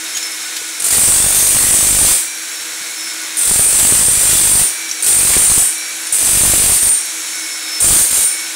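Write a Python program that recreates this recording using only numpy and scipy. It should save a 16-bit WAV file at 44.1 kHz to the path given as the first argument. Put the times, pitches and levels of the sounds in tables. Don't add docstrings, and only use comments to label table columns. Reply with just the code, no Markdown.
import sys
import numpy as np
from scipy import signal
from scipy.fft import rfft, irfft, next_fast_len
from scipy.io import wavfile
from scipy.ndimage import uniform_filter1d

SR = 44100
rng = np.random.default_rng(int(sys.argv[2]) if len(sys.argv) > 2 else 0)


def generate_wav(signal):
    frames = np.transpose(np.atleast_2d(signal))
    scaled = np.clip(frames, -1, 1) * 32767
    pcm = np.round(scaled).astype(np.int16)
    wavfile.write(sys.argv[1], SR, pcm)


N = 377055
TIME = np.arange(N) / SR
IDLE_HZ = 5297

# (start [s], release [s], seating [s], force [dB], note [dB], fan sag [Hz])
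PRESSES = [(.801, 2.145, .16, -32, -22, 375.3), (3.370, 4.644, 0.13, -32, -18.5, 325.4),
           (5.024, 5.64, .04, -30.5, -18, 319.7), (6.124, 6.781, .13, -30, -22, 299.2),
           (6.81, 6.905, .02, -34.5, -19, 312), (7.803, 8.031, 0.017, -25, -13.5, 295.4),
           (8.09, 8.249, .02, -38, -18.5, 35.2)]


def pressing(skate_db=-19, skate_note_db=-5, lift_s=0.033, lift_db=-11.5, lift_note_db=4):
    # (time [s], length [s], force change [dB])
    bites = [(1.09, 0.2, 2.5), (1.255, 0.059, -1), (1.48, 0.11, -3), (2.063, 0.12, 7.5),
             (1.72, 0.091, -0.5), (3.66, .1, -3.5), (3.88, 0.15, 2.5), (4.098, 0.22, -3), (5.127, .2, -6),
             (5.365, .1, 1.5), (6.5, .2, -1)]
    force_db, sing_db = np.zeros(N), np.zeros(N)
    for k, (start, end, seat_s, held_db, note_db, _) in enumerate(PRESSES):
        since = (TIME >= start) | (k == 0)
        skate = np.clip(1 - (TIME[since] - start) / seat_s, 0, 1)
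        lift = np.clip(1 - (end - TIME[since]) / lift_s, 0, 1)
        force_db[since] = held_db + skate_db * skate + lift_db * lift
        sing_db[since] = note_db + skate_note_db * skate + lift_note_db * lift
    force_db += sum(db * swell(at_s, length_s) for at_s, length_s, db in bites)
    return force_db, sing_db + 3 * drift(5.2)


def striker(fan_hz, fan_cycles_per_blow=106, uneven_db=0.6, jitter_s=0.0003):
    turns = np.cumsum(fan_hz / fan_cycles_per_blow) / SR
    blows = np.zeros(N)
    size, late = rng.standard_normal((2, N))
    for start, end, *_ in PRESSES:
        first, last = np.interp([start, end], TIME, turns)
        turn = np.arange(first + 1, last)
        index = turn.astype(int)
        at = np.searchsorted(turns, turn) + (jitter_s * SR * late[index]).astype(int)
        blows[at] = from_db(uneven_db * size[index])
        blows[int(start * SR)] = 1
    return blows


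def rebounds(blows, per_s=90, size=0.7):
    working = uniform_filter1d(blows, SR // 45, origin=SR // 100) > 1e-6
    return size * working * (rng.random(N) < per_s / SR) * rng.random(N)


def chisel(hits, force_db, sing_db, note_db=16.5, ring_db=11, crunch_db=-10, chatter_t60_s=0.04):
    # (frequency [Hz], width [Hz], level [dB])
    modes = [(2394, 103, -21.5), (5954, 120, -18), (6383, 140, -14), (7403, 520, -11), (7930, 345, -7),
             (8553, 250, -5), (9155, 290, -6.5), (10150, 260, -9.5), (10740, 260, -12), (11960, 420, -15.5)]
    # (time [s], length [s], frequency [Hz], width [Hz], level [dB])
    loose_tiles = [(0.945, 0.057, 1900, 60, -9.5), (1.22, .16, 3480, 100, -13),
                   (1.62, 0.2, 1930, 90, -10.5), (3.757, 0.24, 7660, 250, -2.5),
                   (4.064, 0.12, 8630, 200, 7.5), (4.201, 0.67, 1970, 80, -16),
                   (4.383, 0.23, 3460, 100, -11), (5.344, 0.032, 2080, 706, -12)]
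    # (frequency [Hz], level [dB])
    mortar = [(100, -18), (400, -6), (1000, -7), (2000, -4.5), (3000, -3), (5000, -1), (7500, -0.5),
              (10500, -7.5), (13000, -5), (16000, -1)]
    push_db = force_db + 35.5
    sing = from_db(0.74 * (sing_db + 14.5))
    note_drive = decay(hits * sing, chatter_t60_s) * rng.standard_normal(N)
    note = resonance(note_drive, hz=8935, width_hz=165)
    chatter = decay(hits * from_db(0.54 * push_db), chatter_t60_s) * rng.standard_normal(N)
    ring = np.zeros(N)
    for k, (hz, width_hz, db) in enumerate(modes):
        ring += (-1) ** k * from_db(db + 2 * drift(4.3)) * resonance(chatter, hz, width_hz)
    for at_s, length_s, hz, width_hz, db in loose_tiles:
        ring += from_db(db) * resonance(chatter * swell(at_s, length_s), hz, width_hz)
    crunch = decay(hits * from_db(0.59 * push_db), t60_s=0.033) * coloured(mortar)
    return from_db(note_db) * note + from_db(ring_db) * ring + from_db(crunch_db) * crunch


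def thump_strength(force_db):
    return from_db(force_db) * np.clip((force_db + 40) / 4, 0, 1)


def thumps(blows, force_db, gain_db=57, uneven_db=2.9, rumble=0.037):
    sizes = from_db(uneven_db * np.clip(rng.standard_normal(N), -2, 1.3))
    kicks = blows * sizes * rng.choice([1, 1, -1], N)
    kicks += rumble * decay(blows, t60_s=0.05) * rng.standard_normal(N)
    low = bandpass(kicks * thump_strength(force_db), 18, 112)
    return from_db(gain_db) * signal.sosfilt(signal.butter(1, 1200, fs=SR, output="sos"), low)


def knocks(blows, force_db, uneven_db=2.5, cap_db=-14, bump_db=9, crack_db=-0.5):
    # (time [s], level [dB])
    loud_knocks = [(.982, -14), (1.086, -12), (1.558, -14), (1.638, -14), (1.739, -8.5), (2.015, -8),
                   (2.113, -7), (3.511, -14), (3.594, -8), (3.85, -7), (3.923, -7), (4.027, -17),
                   (4.084, -11), (4.328, -11.5), (5.304, -11), (5.367, -10), (5.516, -8), (5.578, -12),
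                   (6.409, -12), (6.452, -11), (6.536, -7), (6.695, -10), (7.906, -9), (7.963, -7)]
    knock_size = from_db(13 + uneven_db * np.clip(rng.standard_normal(N), -2, 1))
    hits = np.minimum(blows * thump_strength(force_db) * knock_size, from_db(cap_db))
    hits *= rng.choice([1, 1, -1], N)
    for at_s, db in loud_knocks:
        hits[int(at_s * SR)] = from_db(db)
    bump = bandpass(decay(hits, t60_s=0.007), 25, 200)
    crack_noise = coloured([(100, 2), (400, 5.5), (1200, -4), (3000, -13), (9000, -28)])
    crack = decay(np.abs(hits), t60_s=0.018) * crack_noise
    return from_db(bump_db) * bump + from_db(crack_db) * crack


def governor(step_s, peak_s=0.138):
    age = np.maximum(TIME - step_s, 0) / peak_s
    return age * np.exp(1 - age)


def fan_pitch():
    return IDLE_HZ + sum(sag_hz * (governor(end) - governor(start)) for start, end, *_, sag_hz in PRESSES)


def motor(fan_hz):
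    # (time [s], length [s], whine rise [dB], gear rise [dB])
    swells = [(.26, 0.28, 9.5, 5), (2.31, .16, 3, 10), (2.57, .12, 3.5, -2), (3.066, .2, 8, 3),
              (4.88, 0.4, 5, 8), (5.84, 0.28, 6, 8), (7.03, .12, 5, 0), (7.46, 0.32, 7.5, 7),
              (7.753, 0.21, 12.5, 6.5), (8.35, 0.26, 5, 12)]
    # (ratio to fan pitch, level [dB])
    faint_gears = [(.278, -44), (.708, -42), (1.233, -65), (1.35, -69)]
    whine_db = -38 + sum(db * swell(at_s, length_s) for at_s, length_s, db, _ in swells)
    gear_db = -42 + sum(db * swell(at_s, length_s) for at_s, length_s, _, db in swells)
    whine = from_db(whine_db) * tone(fan_hz * (1 + 0.00105 * drift(45)), flutter=0.29)
    gears = from_db(gear_db) * tone(0.413 * fan_hz * (1 + 0.0018 * drift(51)), flutter=0.33)
    for ratio, db in faint_gears:
        gears += from_db(db) * tone(ratio * fan_hz * (1 + 0.0029 * drift(61)), flutter=0.9)
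    return whine + gears


def small_impacts(ring_db=-1.5, scuff_db=-2.5):
    # (time [s], level [dB], pitch [Hz], t60 [s], relative scuff [dB])
    impacts = [(.149, -15, 6680, .14, -14), (.151, -22, 3150, .09, -14), (.169, -12, 6600, .05, -2),
               (.228, -10, 7150, .025, -12), (.565, -19, 5900, .04, 4), (.616, -28, 450, .04, -10),
               (2.81, -38, 200, .07, 8), (2.979, -26, 14950, .05, -14), (4.892, -12, 6600, .015, -12),
               (4.913, -2.5, 5900, .02, -16), (5.006, -18, 9000, .05, -8), (6.070, -11, 8900, .04, -12),
               (6.932, -7, 8950, .08, -18), (6.946, -5, 8940, .06, -18), (6.973, -12, 8950, .05, -14),
               (7.284, -20, 7100, .04, -4), (7.765, -21, 8900, .08, -8)]
    rings, scuffs = np.zeros(N), np.zeros(N)
    for at_s, db, hz, t60_s, grit_db in impacts:
        at = int(at_s * SR)
        t = TIME[:min(SR // 4, N - at)]
        rings[at:at + len(t)] += from_db(db + ring_db - 60 * t / t60_s) * np.sin(2 * np.pi * hz * t)
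        scuffs[at] = from_db(db + grit_db + scuff_db)
    grit = coloured([(200, -43), (2500, -2), (8000, -2), (15000, -14)])
    return rings + decay(scuffs, t60_s=0.08) * grit


def vacuum(fan_hz, rush_db_per_hz=-0.002):
    # (frequency [Hz], level [dB])
    rush_spectrum = [(30, -65), (100, -39), (180, -18.5), (270, -11.5), (450, -9.5), (700, -7.5),
                     (1200, -4.5), (1500, 1.5), (1850, 1), (2300, 2.5), (2900, -2.5), (4100, 1.5),
                     (5000, -3.5), (6200, -11.5)]
    # (frequency [Hz], level [dB])
    hiss_spectrum = [(4500, -23), (5700, 4), (7200, 5.5), (9300, 3.5), (10700, 1.5), (12700, -15),
                     (15000, -23), (16000, -10)]
    # (time [s], level [dB])
    nozzle = [(0, -26.7), (2.5, -27), (3.3, -27), (6, -25.5), (7.35, -24), (7.65, -27), (8.55, -25.5)]
    # (frequency [Hz], level [dB], flutter depth)
    motor_tones = [(322, -45.7, 0.4), (483, -55.5, 0.51), (2283, -50, .5), (5615, -43.5, .6)]
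    rush_db = -27.5 + rush_db_per_hz * (fan_hz - IDLE_HZ) + 0.5 * drift(4.7)
    rush = from_db(rush_db) * coloured(rush_spectrum)
    hum = sum(from_db(db) * tone(hz + 3 * drift(16.1), flutter) for hz, db, flutter in motor_tones)
    hiss_db = np.interp(TIME, *np.transpose(nozzle))
    return rush + hum + from_db(hiss_db) * (coloured(hiss_spectrum) + crumbs())


def crumbs(per_s=300, relative_db=-8, spread_db=3):
    ticks = (rng.random(N) < per_s / SR) * from_db(spread_db * np.minimum(rng.exponential(1, N), 3))
    pitch_index = rng.integers(0, 16, N)
    pitches_hz = np.geomspace(5600, 11500, 16)
    grains = sum(resonance(ticks * (pitch_index == k), hz, 170) for k, hz in enumerate(pitches_hz))
    return from_db(relative_db) * rms_one(grains)


def room(x, wet_db, t60_s=0.4):
    t, out = TIME[:SR * 2 // 3], x
    for k in range(6):
        tail = rng.standard_normal(len(t)) * from_db(-60 * t / t60_s) * (t > 0.004)
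        share = np.cos(2 * np.pi * 0.45 * (k // 2 + 1) * TIME + k * np.pi / 2) / np.sqrt(3)
        out = out + from_db(wet_db) * signal.fftconvolve(x * share, tail / np.linalg.norm(tail))[:N]
    return out


def from_db(db):
    return 10 ** (np.asarray(db) / 20)


def rms_one(x):
    return x / np.sqrt(np.mean(x ** 2) + 1e-20)


def drift(rate_hz):
    hop = 40
    pole = np.exp(-2 * np.pi * rate_hz * hop / SR)
    slow = signal.lfilter([1], [1, -2 * pole, pole * pole], rng.standard_normal(N // hop + 2002))[2000:]
    return np.interp(np.arange(N) / hop, np.arange(len(slow)), rms_one(slow))


def swell(at_s, length_s):
    return np.exp(-np.minimum((2 * (TIME - at_s) / length_s) ** 2, 20))


def tone(hz, flutter):
    phase = 2 * np.pi * np.cumsum(hz * np.ones(N)) / SR
    return np.sqrt(2) * np.sin(phase) * rms_one(1 + flutter * drift(14.4))


def coloured(spectrum):
    hz, db = np.transpose(spectrum)
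    size = next_fast_len(N)
    bins_hz = np.fft.rfftfreq(size, 1 / SR)
    gain = from_db(np.interp(np.log(bins_hz + 1), np.log(hz), db))
    return rms_one(irfft(rfft(rng.standard_normal(size)) * gain)[:N])


def resonance(x, hz, width_hz):
    r = np.exp(-np.pi * width_hz / SR)
    feedback = [1, -2 * r * np.cos(2 * np.pi * hz / SR), r * r]
    return signal.lfilter(np.array([1, 0, -1]) * (1 - r * r) / 2, feedback, x + 1e-18)


def bandpass(x, low_hz, high_hz):
    return signal.sosfilt(signal.butter(1, [low_hz, high_hz], "band", fs=SR, output="sos"), x)


def decay(clicks, t60_s):
    return signal.lfilter([1], [1, -from_db(-60 / (t60_s * SR))], clicks + 1e-18)


def scene():
    fan_hz = fan_pitch()
    force_db, sing_db = pressing()
    blows = striker(fan_hz)
    steel = chisel(blows + rebounds(blows), force_db, sing_db)
    low_thumps = thumps(blows, force_db) + knocks(blows, force_db)
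    small_sounds = room(small_impacts(), wet_db=-8.5)
    machines = motor(fan_hz) + vacuum(fan_hz)
    mix = room(steel, wet_db=-2) + low_thumps + small_sounds + machines
    return np.array([mix, mix])


def record(dry):
    ceiling, knee, cutoff_hz = 0.42, 6.5, 15700
    oversampled = signal.resample_poly(dry[0], 2, 1)
    clipped = oversampled / (1 + np.abs(oversampled / ceiling) ** knee) ** (1 / knee)
    lowpass = signal.ellip(14, 0.1, 80, cutoff_hz, fs=SR, output="sos")
    out = signal.sosfilt(lowpass, signal.resample_poly(clipped, 1, 2))
    return np.array([out, out])


dry = scene()
out = record(dry)
generate_wav(out)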